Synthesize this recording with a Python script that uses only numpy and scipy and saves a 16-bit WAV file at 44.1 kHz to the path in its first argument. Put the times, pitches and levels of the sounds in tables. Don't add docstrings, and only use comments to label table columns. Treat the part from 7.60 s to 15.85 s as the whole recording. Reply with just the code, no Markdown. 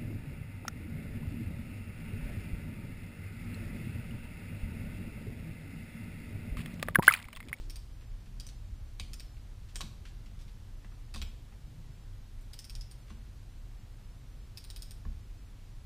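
import sys
import numpy as np
from scipy import signal
from scipy.fft import rfft, irfft
from scipy.io import wavfile
from scipy.ndimage import uniform_filter1d

SR = 44100
rng = np.random.default_rng(int(sys.argv[2]) if len(sys.argv) > 2 else 0)


def ratio(d):
    e = np.asarray(d, float) / 20
    return 10 ** e


def master_out(mix):
    frames = np.transpose(np.atleast_2d(mix))
    ceiling = np.clip(frames, -1, 1)
    pcm = np.round(ceiling * 32767).astype(np.int16)
    wavfile.write(sys.argv[1], SR, pcm)


N = 363825

# freq_hz, density_db_per_hz
HISS_COLOUR = [(82, -35.5), (140, -5), (260, -11), (430, -19), (1100, -24), (4320, -28.5), (14800, -39),
               (16000, -51)]
HISS_DB = -61.5

# freq_hz, width_hz, level_db
ROOM_MODE_PAIRS = [
    [(24.4, 10, -12), (34.77, 9.7, -2.5)],
    [(51, 8.3, -2.5), (68.2, 6.8, -9.5)],
    [(97.2, 32, 4.5), (123.1, 5.9, 1)],
]
# time_s, rumble_db
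BUILDING_LOAD = [(0.0, -34.5), (0.44, -49), (0.5, -26.5), (0.57, -44), (3.51, -45.5), (3.61, -37),
                 (3.81, -49.5), (4.96, -46.5), (5.03, -62.5), (5.14, -35.5), (5.26, -42.5), (5.31, -64),
                 (5.35, -48), (7.42, -46), (7.47, -37), (7.58, -45.5), (8.04, -49.5), (8.25, -44)]
# level_db re load, load_swing_share [0-1]
LOAD_FOLLOW = [(-1, 0.69), (-6.5, .4), (-8, 0.13)]
STEADINESS = 0.32

# freq_hz, t60_s
GARAGE_DECAY = [(500, 1), (1500, 0.37), (3500, 0.48), (9000, 0.36), (15000, 0.46)]

# start_s, length_s, level_db, centre_hz
LEANS = [
    (0.0, 0.17, -63.5, 315),
    (.6, 0.32, -61.5, 190),
    (1.3, 0.34, -64.5, 193),
    (2.4, 0.77, -65, 193),
    (3.95, 0.52, -56.5, 146),
    (.95, 0.354, -47.5, 71),
    (2.15, 0.38, -53, 93.4),
]

# start_s, level_db, boom_db, knock_db, ring_freedom [0-1]
BENCH_THUDS = [
    (1.397, -48, 7, 3, 0.75),
    (2.156, -41, -6.5, -14, 0.34),
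    (2.206, -40, -3, 3.5, 0.05),
    (2.229, -38, -5, -13, 0.56),
    (3.246, -50, -4, 1, 0.6),
    (3.543, -43.5, 5, -8, 0.9),
    (3.56, -48, -5, 7, 0.9),
    (3.617, -47.5, 5.5, 2, .9),
    (5.503, -44.5, 2.5, -5, 1),
    (7.453, -42.5, 10, -3.5, 0.95),
]
# freq_hz, level_db, t60_s
BENCH_HUM = [(158.5, 8, 0.13), (192.3, 4.5, 0.12), (219.2, 0, 0.47), (291, -0.5, 0.085),
             (334.7, 0.5, 0.108)]
# freq_hz, level_db, t60_s
BENCH_KNOCK = [(416, -6.5, 0.063), (516, -11, 0.075), (740, -2.5, 0.038), (843, -4.5, 0.017),
               (1096, 3.5, 0.028), (1390, -8.5, 0.023), (1670, -2, 0.016)]
BOOM_HZ, BOOM_T60_S = 69, 0.47

# start_s, level_db, centre_hz, length_ms
DULL_TAPS = [
    (3.246, -50.5, 1610, 7),
    (3.319, -57, 907, 8),
    (3.923, -54.5, 1080, 8.8),
    (5.504, -49, 990, 6),
    (7.452, -52, 1000, 4.5),
]
# start_s, level_db, centre_hz, length_ms
BRIGHT_TAPS = [(0.409, -57, 2150, 16), (0.6596, -55, 3120, 8.7), (1.7688, -56, 2420, 5.9),
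               (2.088, -54.5, 3020, 20), (2.453, -44.5, 2380, 18), (2.485, -55, 4000, 9.3),
               (2.6602, -53, 2714, 9.7), (2.7902, -55, 3750, 14), (2.8116, -53, 4270, 15),
               (2.881, -52.5, 2920, 8.7), (5.482, -55, 2440, 6.5), (5.499, -49, 2600, 14),
               (.002, -54, 3850, 48),
    (1.389, -58, 2800, 5.5),
    (2.148, -52, 4000, 7.9),
    (2.799, -64, 8950, 13),
    (3.579, -42, 3500, 6),
    (4.81, -57, 11000, 10),
]

# freq_hz, level_db, t60_s
HOUSING_MODES = [(1906, -3.5, 0.0096), (2220, -2.5, 0.017), (2600, -4, 0.021), (2820, -4.5, 0.012),
                 (3265, -1, 0.021), (3605, -13.5, 0.022), (3870, 10, 0.0057)]
# freq_hz, level_db, t60_s
HEAD_MODES = [(4520, 3.5, 0.0074), (4980, 4.5, 0.0082), (5194, -8, 0.023), (5630, 3, 0.0065),
              (6400, -5, 0.0086), (6750, -7.5, 0.0083)]
# freq_hz, level_db, t60_s
SHAFT_MODES = [(7100, -6, 0.0031), (8040, -7, 0.011), (8130, -2, .008), (8840, -1, 0.015), (9500, -5, 0.01),
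               (9700, -3.5, 0.0043)]
# freq_hz, level_db, t60_s
PAWL_MODES = [(11140, -4, .003), (12800, -12, 0.0022), (13200, -2.5, 0.0041), (14130, -3, 0.0031),
              (14960, -1.5, 0.0027)]
SEAT_HZ, SEAT_T60_S, SEAT_DB = 5270, 0.015, -3
SEAT_DB_PER_HOUSING_DB = 1.34

# start_s, head_db, seat_hz, shaft_db re head, wall_echo_db re head
SHORT_TICKS = [
    (0.0984, -39.5, 5400, -8.5, -3),
    (0.158, -41, 4730, -4.5, -6),
    (0.7993, -37, 4780, -12.5, -4),
    (0.8674, -41.5, 6040, -5, -9.5),
    (0.889, -44, 4330, -16, -12),
    (1.5337, -37, 5200, -8.5, -3.5),
    (1.5976, -39.5, 5600, -11.5, 1.5),
]
# housing_db, shaft_db, wall_echo_db
LONG_TICKS = [(4.934, -40, -6, -8.5, -6), (4.9903, -36.5, -14.5, -6, -13), (5.0434, -41.5, -15, -9.5, -3),
              (5.097, -39, -7.5, -7.5, -7), (5.1525, -37, -8, -8.5, -16), (5.2114, -37.5, -15, -18, -20),
              (5.3133, -47.5, -3.5, 0, -12), (6.9735, -36, -10.5, -12, -1.5), (7.0411, -46, -2, -3, -4),
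              (7.1019, -39.5, -4, -3.5, -9), (7.1621, -39.5, -5.5, -5, -5.5), (7.222, -37, -11, -5, -11),
              (7.3093, -42.5, -5, -1, -8.5)]
# housing_db, shaft_db, wall_echo_db
SNAPS = [
    (1.3985, -36, 3.5, -5.5, -9),
    (2.1575, -31, -2, -2.5, -10),
    (2.2081, -37, 6.5, -11, -4.5),
    (3.541, -37.5, -3.5, -11.5, 0.5),
    (3.5599, -38, -0.5, -9, -9),
    (3.6168, -38, 6, -25, -5),
]
GRIPPED_HOUSING_DB = -9
TICK_PAWL_DB, SNAP_PAWL_DB = -1, -13
TICK_CRACK_DB, SNAP_CRACK_DB = -4.5, -3.5
CHATTER = 0.45
DETUNE = 0.007
DAMPED = 0.33
REBOUND_S, REBOUND_DB = 3.622, -48
WALL_S = 0.0057
WALL_DB = (-10, 3, 1.5, 4.5)

# freq_hz, chance [0-1]
SWAP_CHANCE = [(4200, 0), (5000, .08), (8000, .12), (12000, 0.2), (15000, 0.2)]


def evened(x):
    return x / np.sqrt(np.mean(x ** 2) + 1e-20)


def peaked(x):
    return x / abs(x).max()


def read(points, hz):
    f, value = np.transpose(points)
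    return np.interp(np.log(hz + 1), np.log(f + 1), value)


def add(mix, s, sound):
    part = mix[round(s * SR):][:len(sound)]
    part += sound[:len(part)]


def resonate(x, hz, q):
    b, a = signal.iirpeak(hz, q, SR)
    return signal.lfilter(b, a, signal.lfilter(b, a, x))


def ring(modes, chance, seconds):
    t = np.arange(round(seconds * SR)) / SR
    out = np.zeros(len(t))
    for k, ((hz, db, t60), c) in enumerate(zip(sorted(modes), chance)):
        decay = ratio(db + 2.76 * c - 60 * t / t60)
        out += (-1) ** k * decay * np.sin(2 * np.pi * hz * (1 + DETUNE * c) * t)
    return peaked(out)


def burst(noise, ms):
    t_ms = np.arange(len(noise)) / SR * 1000
    return noise * np.minimum(t_ms / (0.078 * ms), 1) * np.exp(-t_ms / ms)


def hiss():
    colour = ratio(read(HISS_COLOUR, np.fft.rfftfreq(N, 1 / SR)))
    return ratio(HISS_DB) * evened(irfft(rfft(rng.standard_normal(N)) * colour, N))


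def rumble():
    hz, t = np.fft.rfftfreq(N, 1 / SR), np.arange(N) / SR
    load_db = np.interp(t, *np.transpose(BUILDING_LOAD))
    mean_db = load_db.mean()
    out = np.zeros(N)
    for modes, (db, share) in zip(ROOM_MODE_PAIRS, LOAD_FOLLOW):
        shape = sum(ratio(mode_db) / (1 + (2 * (hz - f) / width) ** 2) for f, width, mode_db in modes)
        x = irfft(rfft(rng.standard_normal(N)) * shape, N)
        power = abs(uniform_filter1d(x ** 2, size=6000, mode="wrap")) + 1e-20
        x = evened(x / power ** (STEADINESS / 2))
        out += ratio(db + mean_db + share * (load_db - mean_db)) * x
    return out


def garage(x):
    hz, t, z = signal.stft(rng.standard_normal((3, SR // 2)), SR, nperseg=128)
    room = ratio(-60 * t / read(GARAGE_DECAY, hz)[:, None])
    near = 6.3 * ratio(-60 * t / 0.035)
    tails = signal.istft(z * (room + near), SR, nperseg=128)[1]
    tails = tails * np.clip(np.arange(tails.shape[1]) / SR / 0.0031 - 1.2, 0, 1)
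    turn = 2 * np.pi * (np.arange(N) / SR * 5.3 + np.arange(3)[:, None] / 3)
    fed = x * np.sqrt(2 / 3) * np.cos(turn)
    return signal.fftconvolve(fed, tails / np.linalg.norm(tails[0]), axes=1)[:, :N].sum(0)


def leaning():
    out = np.zeros(N)
    for s, length_s, db, hz in LEANS:
        b, a = signal.iirpeak(hz, 2.5, SR)
        rub = signal.lfilter(b, a, signal.lfilter(b, a, rng.standard_normal(SR)))
        rub = evened(rub)[:round(length_s * SR)]
        add(out, s, ratio(db) * rub * np.sqrt(np.hanning(len(rub))))
    return out


def bench():
    out, t = np.zeros(N), np.arange(SR // 2) / SR
    for s, db, boom_db, knock_db, free in BENCH_THUDS:
        chance = rng.standard_normal(12)
        boom = ratio(boom_db - 60 * t / BOOM_T60_S) * np.sin(2 * np.pi * BOOM_HZ * t)
        boom *= np.minimum(t / 0.0077, 1)
        top = [(hz, mode_db, free * t60) for hz, mode_db, t60 in BENCH_HUM]
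        hum = ring(top, chance, seconds=0.5) * np.minimum(t / 0.013, 1)
        knock = ratio(knock_db) * ring(BENCH_KNOCK, chance[5:], seconds=0.5)
        add(out, s, ratio(db) * (hum + boom + knock))
    return out


def socket():
    out = np.zeros(N)
    for s, db, hz, ms in DULL_TAPS + BRIGHT_TAPS:
        tap = resonate(burst(rng.standard_normal(3000), ms), hz, q=0.7)
        add(out, s - 0.001, ratio(db) * peaked(tap))
    return out


def click(out, s, db, housing_db, shaft_db, echo_db, seat_hz, pawl_db, crack_db):
    near, far = rng.standard_normal((2, 940))
    chatter = burst(near[40:], ms=0.44) + 0.26 * burst(near[40:], ms=6.4)
    crack = CHATTER * chatter / np.linalg.norm(chatter)
    crack[10] += 1
    smear = burst(far[40:], ms=3.5)
    bare = resonate(burst(far[40:], ms=4.3), 4500, q=0.6)
    bare = ratio(db + max(housing_db, 0) + crack_db) * peaked(bare)
    add(out.T, s - 0.0004, bare[:, None])

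    wall_s = s + WALL_S + 0.0005 * far[0]
    head = HEAD_MODES + [(seat_hz, SEAT_DB - SEAT_DB_PER_HOUSING_DB * housing_db, SEAT_T60_S)]
    parts = ((head, 0), (HOUSING_MODES, housing_db), (SHAFT_MODES, shaft_db), (PAWL_MODES, shaft_db + pawl_db))
    for k, (modes, part_db) in enumerate(parts):
        chance = near[10 * k:]
        steel, energy = ring(modes, chance, seconds=0.03), 0
        for start, blow, path_db in ((s, crack, 0), (wall_s, smear, echo_db + WALL_DB[k])):
            sound = ratio(db + part_db + path_db) * peaked(signal.fftconvolve(blow, steel))
            add(out[0], start - 0.0004, sound)
            energy += sound @ sound
        damped = [(hz, mode_db, DAMPED * t60) for hz, mode_db, t60 in modes]
        blur = ring(damped, chance, seconds=0.03)
        add(out[1], s, blur * np.sqrt(energy / (blur @ blur)))


def wrench():
    out = np.zeros((2, N))
    for s, db, seat_hz, shaft_db, echo_db in SHORT_TICKS:
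        click(out, s, db, GRIPPED_HOUSING_DB, shaft_db, echo_db, seat_hz, TICK_PAWL_DB, TICK_CRACK_DB)
    for row in LONG_TICKS:
        click(out, *row, SEAT_HZ, TICK_PAWL_DB, TICK_CRACK_DB)
    for row in SNAPS:
        click(out, *row, SEAT_HZ, SNAP_PAWL_DB, SNAP_CRACK_DB)
    pawl = ring(PAWL_MODES[2:4], np.zeros(2), seconds=0.03)
    jump = signal.fftconvolve(burst(rng.standard_normal(900), ms=3.0), pawl)
    add(out.T, REBOUND_S, (ratio(REBOUND_DB) * peaked(jump))[:, None])
    return out


def scene():
    steel, spread = wrench()
    taps, wood = socket(), bench()
    room = ratio(-2.5) * garage(spread + taps + 0.5 * wood)
    mono = hiss() + rumble() + room + leaning() + wood + taps + steel
    return np.array([mono, mono])


def swap_for_noise(mono):
    hz, t, z = signal.stft(mono, SR, nperseg=512)
    band = (hz // 900).astype(int)
    dice = rng.random((len(t) // 4 + 1, band.max() + 1))
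    dice = np.minimum(dice, np.roll(dice, 1, axis=0)) * 1.8
    swap = np.repeat(dice, 4, axis=0)[:len(t), band].T < read(SWAP_CHANCE, hz)[:, None]
    level = np.sqrt(abs(uniform_filter1d(abs(z) ** 2, size=9, axis=0)))
    noise = signal.stft(rng.standard_normal((2, N)), SR, nperseg=512)[2]
    noise *= level / np.sqrt(np.mean(abs(noise) ** 2))
    return signal.istft(np.where(swap, noise, z), SR, nperseg=512)[1][:, :N]


def top_cut(x):
    return signal.sosfilt(signal.butter(12, 16450, fs=SR, output="sos"), x)


def record(dry):
    edge = signal.firwin(401, 15300, window=("kaiser", 8), fs=SR)
    low = signal.oaconvolve(dry[0], edge, "same")
    top = dry[0] - low
    is_loud = uniform_filter1d(top ** 2, size=128) > ratio(-72.0) ** 2
    gate = uniform_filter1d(1.0 * is_loud, size=128)
    x = swap_for_noise(low + ratio(-17.0) * top * gate)
    x = x + ratio(-104.0) * rng.standard_normal(x.shape)
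    return top_cut(x)


dry = scene()
out = record(dry)
master_out(out)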